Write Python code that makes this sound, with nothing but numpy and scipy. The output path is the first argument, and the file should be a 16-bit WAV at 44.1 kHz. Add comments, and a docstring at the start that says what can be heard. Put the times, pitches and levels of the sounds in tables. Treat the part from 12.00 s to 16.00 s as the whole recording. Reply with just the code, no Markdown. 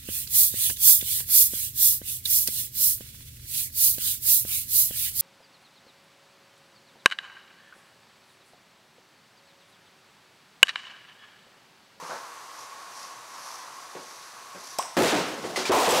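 """Bowling in a garage

Over a fan's hum a bowler steps up, shirt rustling. His thumb pops out of the ball, and the
hole's air resonance rises as it opens. The lofted ball booms on the wooden lane, bounces and
rolls, then clatters into the pin and the pit, each impact exciting damped vibrations.
The blows and their echoes overload a small microphone, which clips them hard."""
import sys
import numpy as np
from scipy import signal
from scipy.fft import rfft, irfft
from scipy.io import wavfile
from scipy.ndimage import uniform_filter1d

SR = 44100
rng = np.random.default_rng(int(sys.argv[2]) if len(sys.argv) > 2 else 0)


def int16_out(signal):
    """Quantize to a 16-bit WAV file."""
    q = np.round(np.clip(np.atleast_2d(signal).T, -1, 1) * 32767)
    wavfile.write(sys.argv[1], SR, q.astype(np.int16))


N = 176400
T = np.arange(N) / SR
RING_T = T[:SR]  # one second for a struck body to ring

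# Spectrum of a sharp blow on lane or pin: f/Hz, relative level/dB
CRACK_SPECTRUM = [(30, -50), (150, -30), (400, 5), (900, 3.5), (1800, -2.5), (3500, -1.5), (7000, -6),
                  (10000, -11), (15500, -16)]


def amp(db):
    """Amplitude ratio of a level in decibels."""
    return 10 ** (np.asarray(db) / 20)


def unit(x):
    """Normalisation to rms 1."""
    return x / np.sqrt(np.mean(x ** 2) + 1e-20)


def read(points, hz):
    """Interpolation of a table on a logarithmic frequency axis."""
    f, value = np.transpose(points)
    return np.interp(np.log(hz + 1), np.log(f + 1), value)


def envelope(points):
    """Amplitude envelope through rows of t/s, level/dB."""
    return amp(np.interp(T, *np.transpose(points)))


def add(mix, s, sound):
    """Superposition: a sound joins the mix at time s."""
    part = mix[max(round(s * SR), 0):][:len(sound)]
    part += sound[:len(part)]


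def colour(x, spectrum):
    """Zero-phase filtering by rows of f/Hz, gain/dB."""
    hz = np.fft.rfftfreq(len(x), 1 / SR)
    return irfft(rfft(x) * amp(read(spectrum, hz)), len(x))


def noise(spectrum, size=N):
    """Gaussian noise of rms 1 with a given spectral shape."""
    return unit(colour(rng.standard_normal(size), spectrum))


def band(hz, width_hz, size=N):
    """Response of a single resonator to white noise, at rms 1."""
    f = np.fft.rfftfreq(size, 1 / SR)
    detune = (f ** 2 - hz ** 2) / (width_hz * (f + 1))
    return unit(irfft(rfft(rng.standard_normal(size)) / (1 + 1j * detune), size))


def decay(t, t60):
    """Exponential damping: 60 dB down after t60 seconds."""
    return np.exp(-np.log(1000) * t / np.maximum(t60, 1e-3))


def ring(modes):
    """Free vibration as a sum of damped modes, from rows of f/Hz, level/dB, T60/s."""
    return sum(amp(db) * decay(RING_T, t60) * np.sin(2 * np.pi * hz * RING_T) for hz, db, t60 in modes)


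def burst(spectrum, t60):
    """Modal overlap: a struck body with densely packed modes sounds as decaying noise."""
    return noise(spectrum, size=SR) * decay(RING_T, t60)


def echo(spectrum, build_s=0.0083):
    """Diffuse field: a blow scattered by the garage builds up, then each band dies at its own rate."""
    # Reverberation time of the garage: f/Hz, T60/s
    reverb_times = [(100, 0.3), (500, 0.4), (1500, 0.84), (4000, 0.6), (8000, 0.5), (15000, 0.37)]
    hz, t, bands = signal.stft(noise(spectrum, size=SR), SR, nperseg=256)
    damped = bands * decay(t, read(reverb_times, hz)[:, None])
    tail = signal.istft(damped, SR, nperseg=256)[1][:SR]
    return tail * (1 - np.exp(-RING_T / build_s))


def in_room(x, wet_db):
    """Reverberation: direct sound plus its convolution with the room's impulse response."""
    tail = echo([(0, 0), (SR, 0)])  # flat excitation
    return x + amp(wet_db) * signal.fftconvolve(x, tail / np.linalg.norm(tail))[:len(x)]


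def walls(x, reflect_db=-20, count=8):
    """Early reflections: the near walls and ceiling return weak, delayed copies."""
    out = x.copy()
    for delay_s, sign in zip(rng.uniform(.004, .028, count), rng.choice([-1, 1], count)):
        add(out, delay_s, sign * amp(reflect_db) * x)
    return out / np.sqrt(1 + count * amp(reflect_db) ** 2)


def hum():
    """Noise-driven resonance: a fan's broad whirr and thin whine stand above steady air noise."""
    # Air noise of the room: f/Hz, relative level/dB
    air_spectrum = [(15, -22), (60, -15), (95, -29), (122, -13.5), (165, -23), (290, -20), (360, -17),
                    (709, -12.5), (1080, -11), (1500, -10), (2300, -15), (3200, -18.5), (4500, -15),
                    (5400, -16.5), (6050, -13.5), (7200, -19.5), (11500, -23), (15500, -33)]
    # Level of the whirr over time, dropping after 1.95 s: t/s, level/dB
    whirr_levels = [(0, -42), (.25, -43), (.5, -46), (1.1, -46.5), (1.28, -50), (1.36, -43), (1.7, -44),
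                    (2.05, -54), (2.45, -49), (4, -66)]
    whirr = envelope(whirr_levels) * band(1068, width_hz=195)
    air = amp(-46) * noise(air_spectrum)
    whine = amp(-52.5) * band(1093.5, width_hz=7.4)
    return air + whirr + whine


def shirt(grain_db=2):
    """Friction noise: cloth slides in grainy swells as the bowler moves."""
    # Gaussian swells: centre t/s, standard deviation/s, level/dB
    rustles = [(.1, 0.097, -48), (0.602, 0.04, -46.5), (1.022, 0.065, -44), (1.484, 0.12, -44.5),
               (1.8, 0.046, -53.5), (2.148, 0.2, -50.5), (2.695, 0.079, -43.5)]
    # Sliding cloth: f/Hz, relative level/dB
    cloth_spectrum = [(100, -23), (700, -10), (2000, -11.5), (3200, -12.5), (4500, -3), (5900, 1),
                      (7800, -12), (11000, -8.5), (15500, -27)]
    swell = sum(amp(db) * np.exp(-.5 * ((T - s) / width) ** 2) for s, width, db in rustles)
    grain = amp(grain_db * unit(uniform_filter1d(rng.standard_normal(N), size=200)))
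    return swell * unit(grain * noise(cloth_spectrum))


def footsteps(step_t60=0.4, scuff_rise_s=0.01, board_db=-2, board_t60=0.2):
    """Impact and friction: the heel thumps and sets a board ringing while the sole scuffs."""
    # Footfalls: t/s, heel level/dB, sole level/dB, board f/Hz
    steps = [(.025, -43.5, -40, 169), (.095, -40.5, -30.5, 504), (1.9507, -39, -47, 372),
             (2.547, -43.5, -45.5, 183)]
    # Spectra of heel thump and sole scuff: f/Hz, relative level/dB
    heel_spectrum = [(30, -26), (100, -12), (160, -6), (400, -3.5), (600, 0.5), (1000, -7), (3000, -16),
                     (15500, -60)]
    sole_spectrum = [(30, -35), (250, -19), (500, 4.5), (1600, 6.5), (2500, -16), (6000, -10.5),
                     (15500, -52)]
    out = np.zeros(N)
    for s, heel_db, sole_db, hz in steps:
        heel = burst(heel_spectrum, step_t60) + ring([(hz, board_db, board_t60)])
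        sole = burst(sole_spectrum, step_t60) * (1 - np.exp(-RING_T / scuff_rise_s))
        add(out, s, amp(heel_db) * heel + amp(sole_db) * sole)
    return out


def thumb(snap_s=2.786, pop_s=2.788, fingers_s=2.8255):
    """Cavity resonance: the thumb squeaks free, the opening hole's note rises, the fingers tick out."""
    # Squeaky snap of the thumb: f/Hz, relative level/dB
    snap_spectrum = [(30, -50), (1500, -11.5), (4600, -16), (5300, -3), (5800, -3), (6400, -11),
                     (7300, -14), (7900, -4.5), (8600, -7), (9300, -13), (15500, -26)]
    out = np.zeros(N)
    snap = burst(snap_spectrum, t60=0.027) + amp(-20) * echo(snap_spectrum)
    add(out, snap_s, amp(-12.5) * snap)

    start_hz, open_hz, glide_s = 473, 1078, 0.00963
    hz = np.interp(RING_T, [0, glide_s], [start_hz, open_hz])
    since_open = np.maximum(RING_T - glide_s, 0)
    pop = np.sin(2 * np.pi * np.cumsum(hz) / SR) * decay(since_open, t60=0.028)
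    add(out, pop_s, amp(-17) * in_room(pop, wet_db=-13))
    last_note = band(open_hz, width_hz=220, size=SR) * decay(RING_T, t60=0.42)  # hangs in the room
    add(out, pop_s + glide_s, amp(-38) * last_note)

    finger_tick = band(2400, width_hz=2000, size=SR) * decay(RING_T, t60=.012)
    add(out, fingers_s, amp(-27) * finger_tick)
    return out


def ball(lumpy_db=1.5):
    """Impact and roughness excitation: the lane booms at each bounce and rumbles under the roll."""
    # Ball striking the lane: t/s, boom level/dB, crack level/dB
    bounces = [(2.968, 9.5, -6.5), (3.125, -9.5, -27.5), (3.187, -23.5, -55), (3.44, -28, -43)]
    # Course of the rolling noise: t/s, level/dB
    roll_levels = [(2.97, -61), (3.11, -53), (3.15, -27.5), (3.25, -32.5), (3.41, -39.5), (3.47, -33.5),
                   (3.54, -36), (3.62, -35), (3.67, -40), (4, -42)]
    # Spectra of the lane, struck and rolled on: f/Hz, relative level/dB
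    boom_spectrum = [(30, -33), (80, -12), (150, -9), (270, -2), (400, -1), (650, -5), (1000, -12.5),
                     (2000, -16.5), (15500, -68)]
    rumble_spectrum = [(30, -48), (80, -11), (170, 0.5), (450, 1.5), (1000, -3.5), (2200, -13.5),
                       (5000, -13), (15500, -29)]
    wood_grain = amp(lumpy_db * unit(uniform_filter1d(rng.standard_normal(N), size=700)))
    landed = T > bounces[0][0]
    out = envelope(roll_levels) * unit(wood_grain * noise(rumble_spectrum)) * landed
    for s, boom_db, crack_db in bounces:
        boom = burst(boom_spectrum, t60=.22)
        add(out, s, amp(boom_db) * boom + amp(crack_db) * echo(CRACK_SPECTRUM))
    return out


def pin_deck(clack_t60=0.46, ring_t60=0.043, knock_t60=0.14):
    """Damped vibration after impact: hard clacks, and the ball's heavy knocks on deck and pit boards."""
    # Clacks at the deck: t/s, noise level/dB, ring f/Hz, ring level/dB
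    clacks = [(3.560, -23.5, 2035, -16.5), (3.654, -26, 2380, -19.5), (3.907, -23, 7730, -8)]
    # Knocks on the boards: t/s, level/dB, f/Hz
    knocks = [(3.576, -23, 375), (3.696, -1.5, 391), (3.874, -3.5, 430.3), (3.927, -7, 508.6)]
    # Spectra of a clack and of the struck boards: f/Hz, relative level/dB
    clack_spectrum = [(30, -48), (250, 1), (800, 8), (2000, 7.5), (3000, 5), (5000, 6.5), (7500, -1),
                      (10000, -6), (15500, -16)]
    board_spectrum = [(30, -45), (150, -15), (350, 0), (600, 1), (1200, -19.5), (15500, -67)]
    out = np.zeros(N)
    for s, db, hz, ring_db in clacks:
        note = ring([(hz, ring_db, ring_t60)])
        add(out, s, amp(db) * burst(clack_spectrum, clack_t60) + note)
    for s, db, hz in knocks:
        knock = ring([(hz, 0, knock_t60)]) + amp(-3) * burst(board_spectrum, knock_t60)
        add(out, s, amp(db) * in_room(knock, wet_db=-6))
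    return out


def pin(ring_db=-9, tick_db=-8):
    """Normal modes: the struck pin ticks and rings, and each crack reverberates in the garage."""
    # Blows on the pin: t/s, body level/dB, crack level/dB
    hits = [(3.7185, 3.5, -10.5), (3.79, -24, -14), (3.875, -10.5, -9), (3.925, -6.5, -8), (3.992, -6, -18)]
    # Distinct modes of the pin: f/Hz, relative level/dB, T60/s
    modes = [(607.4, 3.5, 0.23), (766.4, 1.5, 0.25), (876, -9.5, 0.25), (1002, -5, 0.48), (1107.5, -3, 0.2),
             (1281, -5, 0.23)]
    # Its dense, overlapping modes: f/Hz, relative level/dB
    body_spectrum = [(30, -32), (100, -40), (220, -6), (500, 1), (750, 1.5), (1100, 3), (1500, -18),
                     (3000, -18), (15500, -56)]
    out = np.zeros(N)
    for s, body_db, crack_db in hits:
        body = burst(body_spectrum, t60=0.31) + amp(ring_db) * ring(modes)
        tick = amp(tick_db) * burst(CRACK_SPECTRUM, t60=0.046)
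        add(out, s, amp(body_db) * (body + tick) + amp(crack_db) * echo(CRACK_SPECTRUM))
    return out


def scene():
    """Superposition of all sources at one microphone, the same in both channels."""
    mono = walls(hum() + shirt() + footsteps() + ball() + pin_deck() + pin()) + thumb()
    return np.array([mono, mono])


def record(dry, clip_db=-20.5, bass_ceiling_db=-5, bass_leak_db=-18, cutoff_hz=15700):
    """Saturation: the microphone clips hard, a little bass gets past, and filters shape the result."""
    # Frequency responses of the clipped path and of the bass leak: f/Hz, relative gain/dB
    clipped_response = [(20, -20), (70, -13.5), (160, -1.5), (380, -1.5), (800, 0), (1500, -2),
                        (4000, -1.5), (8000, -1.5), (15500, -5.5)]
    bass_response = [(20, -28), (120, -19.5), (400, -2.5), (800, -9), (1500, -18), (4000, -33),
                     (20000, -60)]
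    drive = signal.resample_poly(dry[0], 2, 1) / amp(clip_db)  # oversampled to reduce aliasing
    saturated = drive / (1 + drive ** 6) ** (1 / 6)
    clipped = amp(clip_db) * signal.resample_poly(saturated, 1, 2)
    bass = amp(bass_ceiling_db) * np.tanh(dry[0] / amp(bass_ceiling_db))
    toned = colour(np.pad(clipped, (0, N)), clipped_response)
    leak = amp(bass_leak_db) * colour(np.pad(bass, (0, N)), bass_response)
    band_limit = signal.firwin(1023, cutoff_hz, window=("kaiser", 9), fs=SR)
    out = signal.oaconvolve((toned + leak)[:N], band_limit, "same")
    return np.array([out, out])


dry = scene()
out = record(dry)
int16_out(out)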